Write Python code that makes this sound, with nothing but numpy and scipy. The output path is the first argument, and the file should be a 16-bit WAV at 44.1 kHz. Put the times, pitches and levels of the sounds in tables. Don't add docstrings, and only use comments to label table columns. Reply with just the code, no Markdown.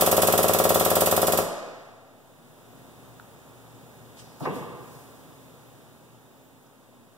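import sys
import numpy as np
from scipy import signal
from scipy.fft import rfft, irfft, next_fast_len
from scipy.io import wavfile
from scipy.ndimage import uniform_filter1d

SR = 44100
rng = np.random.default_rng(int(sys.argv[2]) if len(sys.argv) > 2 else 0)


def how_loud(loudness_db):
    steps = np.asarray(loudness_db, float) / 20
    return 10 ** steps


def unload_audio(sound):
    columns = np.transpose(np.atleast_2d(sound))
    steps = np.round(np.clip(columns, -1, 1) * 32767)
    wavfile.write(sys.argv[1], SR, steps.astype(np.int16))


N = 316197
LEAD = int(1.5 * SR)
FULL = next_fast_len(N + 2 * LEAD)
HZ = np.maximum(np.arange(FULL // 2 + 1) * SR / FULL, 1)

# [f/Hz, level/dB per Hz]
AIR_FLOOR = [(25, -104), (58, -95), (72, -93), (92, -88), (110, -79), (250, -81), (500, -80.5),
             (900, -84.5), (1600, -91.5), (2800, -97), (5000, -102), (8000, -101), (12000, -103),
             (15500, -101)]
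# [f/Hz, width/Hz, level/dB over it]
HUMS = [(110, 5, 7), (119, 2.5, 10), (155, 20, 5), (235, 8, 8), (266, 5, 5), (3620, 200, 6), (6450, 100, 3),
        (7250, 110, 7), (10000, 90, 7), (10750, 90, 6), (13800, 180, 5)]
# [t/s, rumble level/dB]
AMBIENCE = [
    (2.05, -68.5),
    (2.85, -62),
    (3.5, -62.5),
    (4.3, -61.5),
    (5.35, -62),
    (5.9, -64),
    (6.1, -65.5),
    (6.6, -67),
    (7.17, -68),
]
AIR_OVER_RUMBLE_DB = 3
# [t/s, f/Hz, level/dB]
ENGINE = [
    (2.3, 67.5, -85),
    (2.9, 68, -72),
    (4.1, 70.8, -72),
    (5.3, 72, -72),
    (6.3, 72.6, -81),
    (6.7, 68, -72),
]
# [f/Hz, level/dB over the rumble]
MOTOR = [(119.5, -5), (133, -1), (240, -7), (266, -.5), (399, -10)]
RIGHT_AHEAD_RAD = np.array([[0], [.7]])

# [f/Hz, t60/s, level/dB]
HALL = [(80, 1.6, 6), (242, 1.21, 4), (700, 1.62, -2), (1850, 1.66, -1), (4830, 1.23, 0.5), (9000, 0.58, 4),
        (14000, 0.33, 1.5)]
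# [f/Hz, likeness/0-1, right lead/rad, left-right level/dB]
PORTS = [(99.7, 1, 1.52, 4.5), (300, 0.52, 1, -1.5), (970, 0.94, 0.27, 0.5), (2180, 0.97, 0.21, -2),
         (4350, 0.69, 0.3, -0.1), (6500, 0.88, 1.23, -0.3), (10000, 0.4, 1.7, 0), (11100, 0.73, 2.65, -3.5),
         (15500, 0.5, 4.5, -4.5)]
FLIP_HZ, FIRST_NULL_HZ = 1085, 1618

# [t/s, length/s, first f/Hz, last f/Hz, level/dB]
SQUEAKS = [
    (6.31, .03, 12900, 13300, -72),
    (6.345, .05, 14700, 15050, -70),
    (6.39, .13, 13500, 14800, -69),
    (6.618, .045, 15700, 14600, -68),
]
GLIDE_SHARE, SQUEAK_SWELL_DB = .6, 11

TICKS = [
    (5.933, -63, 8000, 2.5, 3),
    (6.668, -61, 5650, .2, 2.5),
]
SCUFFS = [
    (4.198, -48, 3900, 2.4, 25),
    (4.22, -62.5, 4940, .5, 310),
    (4.456, -45, 3240, 1.3, 13),
    (4.555, -49.5, 6500, 2.5, 73),
]
RUSTLES = [
    (4.96, -56.5, 8000, 2.2, 220),
]
TOUCH = [
    (4.400, -50.5, 9000, 2.8, 67),
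    (4.407, -37, 636, 1.58, 150),
    (4.63, -36, 1120, 0.43, 4.2),
]
KNOCK = [
    (4.422, -28.5, 203, 1.54, 15),
    (4.461, -25, 830, 0.94, 17.4),
    (4.458, -35.5, 1840, 0.63, 28),
    (4.47, -50, 2670, .16, 49),
    (4.476, -26, 431, 0.77, 15.4),
    (4.5, -51, 2720, 0.93, 130),
    (4.505, -32.5, 300, 1.6, 43),
    (4.53, -47, 130, 0.92, 46),
    (4.565, -37, 300, 1.9, 5.7),
]
TICK_RISE_MS, TOUCH_RISE_MS, KNOCK_RISE_MS, SCUFF_RISE_MS, RUSTLE_RISE_MS = .7, 4, 12, 42, 250

# [t/s, level/dB]
CLICK = (3.1984, -32)
# [f/Hz, level/dB, t60/s]
CLICK_MODES = [(1000, -5, .008), (1400, 0, .011), (3700, -14, .006)]

STROKE_S, LAST_POP_S, STROKE_COUNT, STROKE_JITTER_S = .0525, 1.3889, 53, .0001
HISS_LEAD_S = .0162
POP_DB, VALVE_DB = -4, -16
SAG_FROM_S, SAG_DB_PER_S = 0.41, 2
POP_SCATTER_DB, VALVE_SCATTER_DB = 0.66, 1.22

# [f/Hz, level/dB per Hz]
HISS = [(500, -91.5), (1200, -72.5), (2200, -66.5), (3300, -70.5), (4000, -70), (6000, -70.5),
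        (8000, -66.5), (11500, -67.5), (12600, -61.5), (13500, -64.5), (15500, -68)]
# [f/Hz, level/dB under the hiss, t60/s]
SPOOL = [(3443, -11, 0.02), (13600, -4, 0.0076)]
# [f/Hz, left level/dB per Hz, right level/dB per Hz]
POP = [(60, -22, -57), (150, -15, -11), (290, -10, -5), (453, -0.5, -1.5), (670, 2.1, 7), (696, 0, 3.5),
       (907, -8, -4.5), (1327, -8.5, -4), (1680, -36, -10.5), (1970, -57, -11.5), (1980, -51.5, -47)]
POP_CAUSAL, POP_LAG_RAD = .6, .95
# [t/ms, left level/dB, right level/dB]
ECHOES = [(-13.7, -18, -19), (-11.8, -17, -19), (0, 0, -6.5), (1.7, -11.5, -13.5), (5.4, -8, -10),
          (9.6, -15, -19), (10.8, -18, -30), (12.5, -12, -19), (14.9, -14, -16), (16.9, -12, -15),
          (19.7, -16, -24), (21.9, -15, -21)]
# [f/Hz, left level/dB, right level/dB, t60/s]
FRAME = [(78.4, -43, -63, 0.17), (99.3, -24, -45, 0.29), (112, -56, -38, 0.17), (172.3, -31.5, -53, 0.57),
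         (222.2, -25.5, -36, 0.37), (305, -22, -41.5, 0.14), (360, -29.5, -40, 0.25),
         (409, -20, -28.5, 0.36), (531.5, -22.5, -30, 0.37), (639, -26, -37, 0.2), (696, -23.5, -32, 1),
         (740, -25.5, -39, 0.17), (1376, -40, -27, 0.15)]


def rms_one(x):
    return x / np.sqrt(np.mean(x ** 2) + 1e-20)


def at_hz(table, column=1):
    table = np.array(table)
    return np.interp(np.log(HZ), np.log(table[:, 0]), table[:, column])


def clicks(s, db):
    out = np.zeros(FULL)
    np.add.at(out, np.round(np.asarray(s) * SR).astype(int) + LEAD, how_loud(np.asarray(db)))
    return out


def filtered(x, response):
    return irfft(rfft(x, FULL) * response, FULL)


def ring(blows, hz, t60):
    r, w = how_loud(-60 / (t60 * SR)), 2 * np.pi * hz / SR
    ringing = signal.lfilter([.5, 0, -.5], [1, -2 * r * np.cos(w), r * r], blows + 1e-18)
    return filtered(ringing, 1 / (1 + (HZ / hz / 2) ** 4) / (1 + (hz / HZ / 2) ** 4))


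def contacts(table, rise_ms):
    out, half = np.zeros((2, FULL)), SR // 2
    ms = np.arange(-half, 2 * half) * 1000 / SR
    for s, level_db, hz, octaves, decay_ms in table:
        edges = np.clip(hz * 2 ** (np.array([-.5, .5]) * octaves), 20, .45 * SR)
        band = signal.butter(3, edges, "band", fs=SR, output="sos")
        noise = signal.sosfilt(band, rng.standard_normal((2, len(ms))))
        rise = np.maximum(1 + ms / rise_ms, 0)
        shape = np.where(ms < 0, rise, np.exp(-np.abs(ms) / decay_ms))
        start = round(s * SR) + LEAD - half
        out[:, start:start + len(ms)] += how_loud(level_db) * shape * rms_one(noise)
    return out


def ports(first, second):
    swing = np.sin(np.pi * (FIRST_NULL_HZ - HZ) / FLIP_HZ)
    sign = np.where(HZ < FIRST_NULL_HZ - FLIP_HZ / 2, 1, swing)
    alike = np.clip(at_hz(PORTS), 0, .99) * sign
    lead = np.exp(1j * at_hz(PORTS, column=2))
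    tilt = how_loud(at_hz(PORTS, column=3) / 2)
    a, b = rfft(first), rfft(second)
    right = alike * lead * a + np.sqrt(1 - alike ** 2) * b
    return irfft(np.array([a * tilt, right / tilt]), FULL)


def hall_response():
    t, tails = np.arange(LEAD) / SR, 0
    white = rfft(rng.standard_normal((2, LEAD)))
    tail_hz = np.arange(LEAD // 2 + 1) * SR / LEAD + 1
    place = np.interp(np.log(tail_hz), np.log(np.array(HALL)[:, 0]), range(len(HALL)))
    for k, (hz, t60, level_db) in enumerate(HALL):
        band = irfft(white * np.clip(1 - abs(place - k), 0, 1), LEAD)
        tails = tails + band * how_loud(level_db - 60 * t / t60)
    build_up = 1 - np.exp(-(t / 0.0055) ** 2)
    return rfft(tails * build_up / np.sqrt(SR / 10), FULL)


def background():
    colour = how_loud(at_hz(AIR_FLOOR))
    for hz, width_hz, level_db in HUMS:
        colour = colour * (1 + (how_loud(level_db) - 1) / (1 + (2 * (HZ - hz) / width_hz) ** 2))
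    noise = ports(*rng.standard_normal((2, FULL)))
    airy = HZ ** 2 / (HZ ** 2 + 2500 ** 2)
    s, rumble_db = np.transpose(AMBIENCE)
    level_db = np.interp((np.arange(FULL) - LEAD) / SR, s, rumble_db)
    rumble = rms_one(filtered(noise, colour * (1 - airy)))
    leak = rms_one(filtered(noise, colour * airy))
    return how_loud(level_db + 11) * rumble + how_loud(level_db + AIR_OVER_RUMBLE_DB + 1.5) * leak


def far_engine():
    t = np.arange(N) / SR
    s, hz, level_db = np.transpose(ENGINE)
    fade = np.clip(np.minimum(t - s[0], s[-1] - t) / 0.25, 0, 1)
    phase = 2 * np.pi * np.cumsum(np.interp(t, s, hz)) / SR
    return fade * how_loud(np.interp(t, s, level_db) + 5.0) * np.sin(phase + RIGHT_AHEAD_RAD)


def motor():
    out, t = np.zeros((2, N)), np.arange(N) / SR
    s, rumble_db = np.transpose(AMBIENCE)
    for hz, level_db in MOTOR:
        waver_db = np.interp(t, np.arange(40) / 5, rng.normal(0, 2.2, 40))
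        level = how_loud(np.interp(t, s, rumble_db) + level_db + waver_db)
        out += level * np.sin(2 * np.pi * hz * t + RIGHT_AHEAD_RAD)
    return out


def squeaks():
    out, t = np.zeros(N), np.arange(N) / SR
    for s, length, first_hz, last_hz, level_db in SQUEAKS:
        done = (t - s) / length
        hz = first_hz + (last_hz - first_hz) * np.clip(done / GLIDE_SHARE, 0, 1)
        swell_db = -SQUEAK_SWELL_DB * np.clip(2 * done - 1, -1, 1) ** 2
        level = (abs(done - .5) < .5) * how_loud(level_db + swell_db)
        out += level * np.sin(2 * np.pi * np.cumsum(hz) / SR)
    roughness = rms_one(uniform_filter1d(rng.standard_normal((2, N)), size=150))
    return out * how_loud(3 * roughness)


def far_knock():
    return contacts(TOUCH, TOUCH_RISE_MS) + contacts(KNOCK, KNOCK_RISE_MS)


def near_friction():
    ticks = contacts(TICKS, TICK_RISE_MS)
    return ticks + contacts(SCUFFS, SCUFF_RISE_MS) + contacts(RUSTLES, RUSTLE_RISE_MS)


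def click():
    s, click_db = CLICK
    return sum(ring(clicks([s], [click_db + level_db]), hz, t60) for hz, level_db, t60 in CLICK_MODES)


def stroke_table():
    s = LAST_POP_S - STROKE_S * np.arange(STROKE_COUNT)[::-1]
    sag_db = SAG_DB_PER_S * np.maximum(s - SAG_FROM_S, 0)
    chance = rng.standard_normal((STROKE_COUNT, 3))
    pop_db = POP_DB - sag_db + POP_SCATTER_DB * chance[:, 0]
    hiss_db = VALVE_DB - sag_db + VALVE_SCATTER_DB * chance[:, 1]
    return s + STROKE_JITTER_S * chance[:, 2], pop_db, hiss_db


def spool(s, hiss_db):
    out = np.zeros(FULL)
    for hz, level_db, t60 in SPOOL:
        tick_db = hiss_db + level_db + rng.normal(0, 0.97, len(s))
        out += ring(clicks(s - HISS_LEAD_S + 14 / hz, tick_db), hz, t60)
    return out


def valve_hiss(s, hiss_db):
    t = np.arange(SR // 5) / SR
    spurt = (1 - np.exp(-t / 0.0014)) ** 2 * (np.exp(-t / 0.0048) + 0.68 * np.exp(-t / 0.026))
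    blow = (1 - np.exp(-t / 0.0041)) ** 2 * (np.exp(-t / 0.0045) + .5 * np.exp(-t / 0.038)) * how_loud(2.5)
    opened = rfft(clicks(s - HISS_LEAD_S, hiss_db))
    air = rms_one(filtered(rng.standard_normal((2, FULL)), how_loud(at_hz(HISS))))
    thin = filtered(air, HZ ** 4 / (HZ ** 4 + 6300.0 ** 4))
    full = air - thin
    return how_loud(-1.5) * (filtered(spurt, opened) * thin + filtered(blow, opened) * full)


def puff_colour():
    log_gain = np.log(how_loud(np.array([at_hz(POP), at_hz(POP, column=2)])))
    n = np.arange(FULL)
    folded = irfft(log_gain, FULL) * np.sign(FULL / 2 - n) * (n > 0)
    phase = POP_CAUSAL * rfft(folded).imag - POP_LAG_RAD
    shape = irfft(np.exp(log_gain + 1j * phase), FULL)
    return rfft(np.roll(shape, -np.argmax(shape[0]), axis=1))


def exhaust_pops(s, pop_db):
    puff = filtered(clicks(s, pop_db), puff_colour())
    puff = puff * how_loud(pop_db.max() - 1.1) / puff[0].max()
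    ms, *echo_db = np.transpose(ECHOES)
    echoes = [np.roll(clicks(ms / 1000, db), -LEAD) for db in echo_db]
    out = filtered(puff, rfft(echoes))
    for hz, left_db, right_db, t60 in FRAME:
        blows = clicks(s, pop_db + rng.normal(0, 1.0, len(s)))
        out += ring(blows, hz, t60) * how_loud(np.array([[left_db], [right_db]]))
    return out, puff.mean(axis=0)


def scene():
    s, pop_db, hiss_db = stroke_table()
    pop, puff = exhaust_pops(s, pop_db)
    valve = valve_hiss(s, hiss_db) + spool(s, hiss_db)
    near = click() + near_friction()
    far = far_knock()
    hall_send = how_loud(-3.0) * puff + how_loud(-5) * valve[0] + how_loud(-7) * near[0] + how_loud(-2.0) * far[0]
    diffuse = ports(*(filtered(hall_send, hall_response()) + valve + near + far))
    padded = pop + diffuse + background()
    return padded[:, LEAD:LEAD + N] + squeaks() + far_engine() + motor()


def low_pass(x):
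    return signal.sosfilt(signal.butter(12, 16920, fs=SR, output="sos"), x)


def record(dry):
    rounded = 1.4 * np.tanh(dry / 1.4)
    mix = filtered(rounded, np.clip((15830 - HZ) / 120, 0, 1))[:, :N]
    return low_pass(mix)


dry = scene()
out = record(dry)
unload_audio(out)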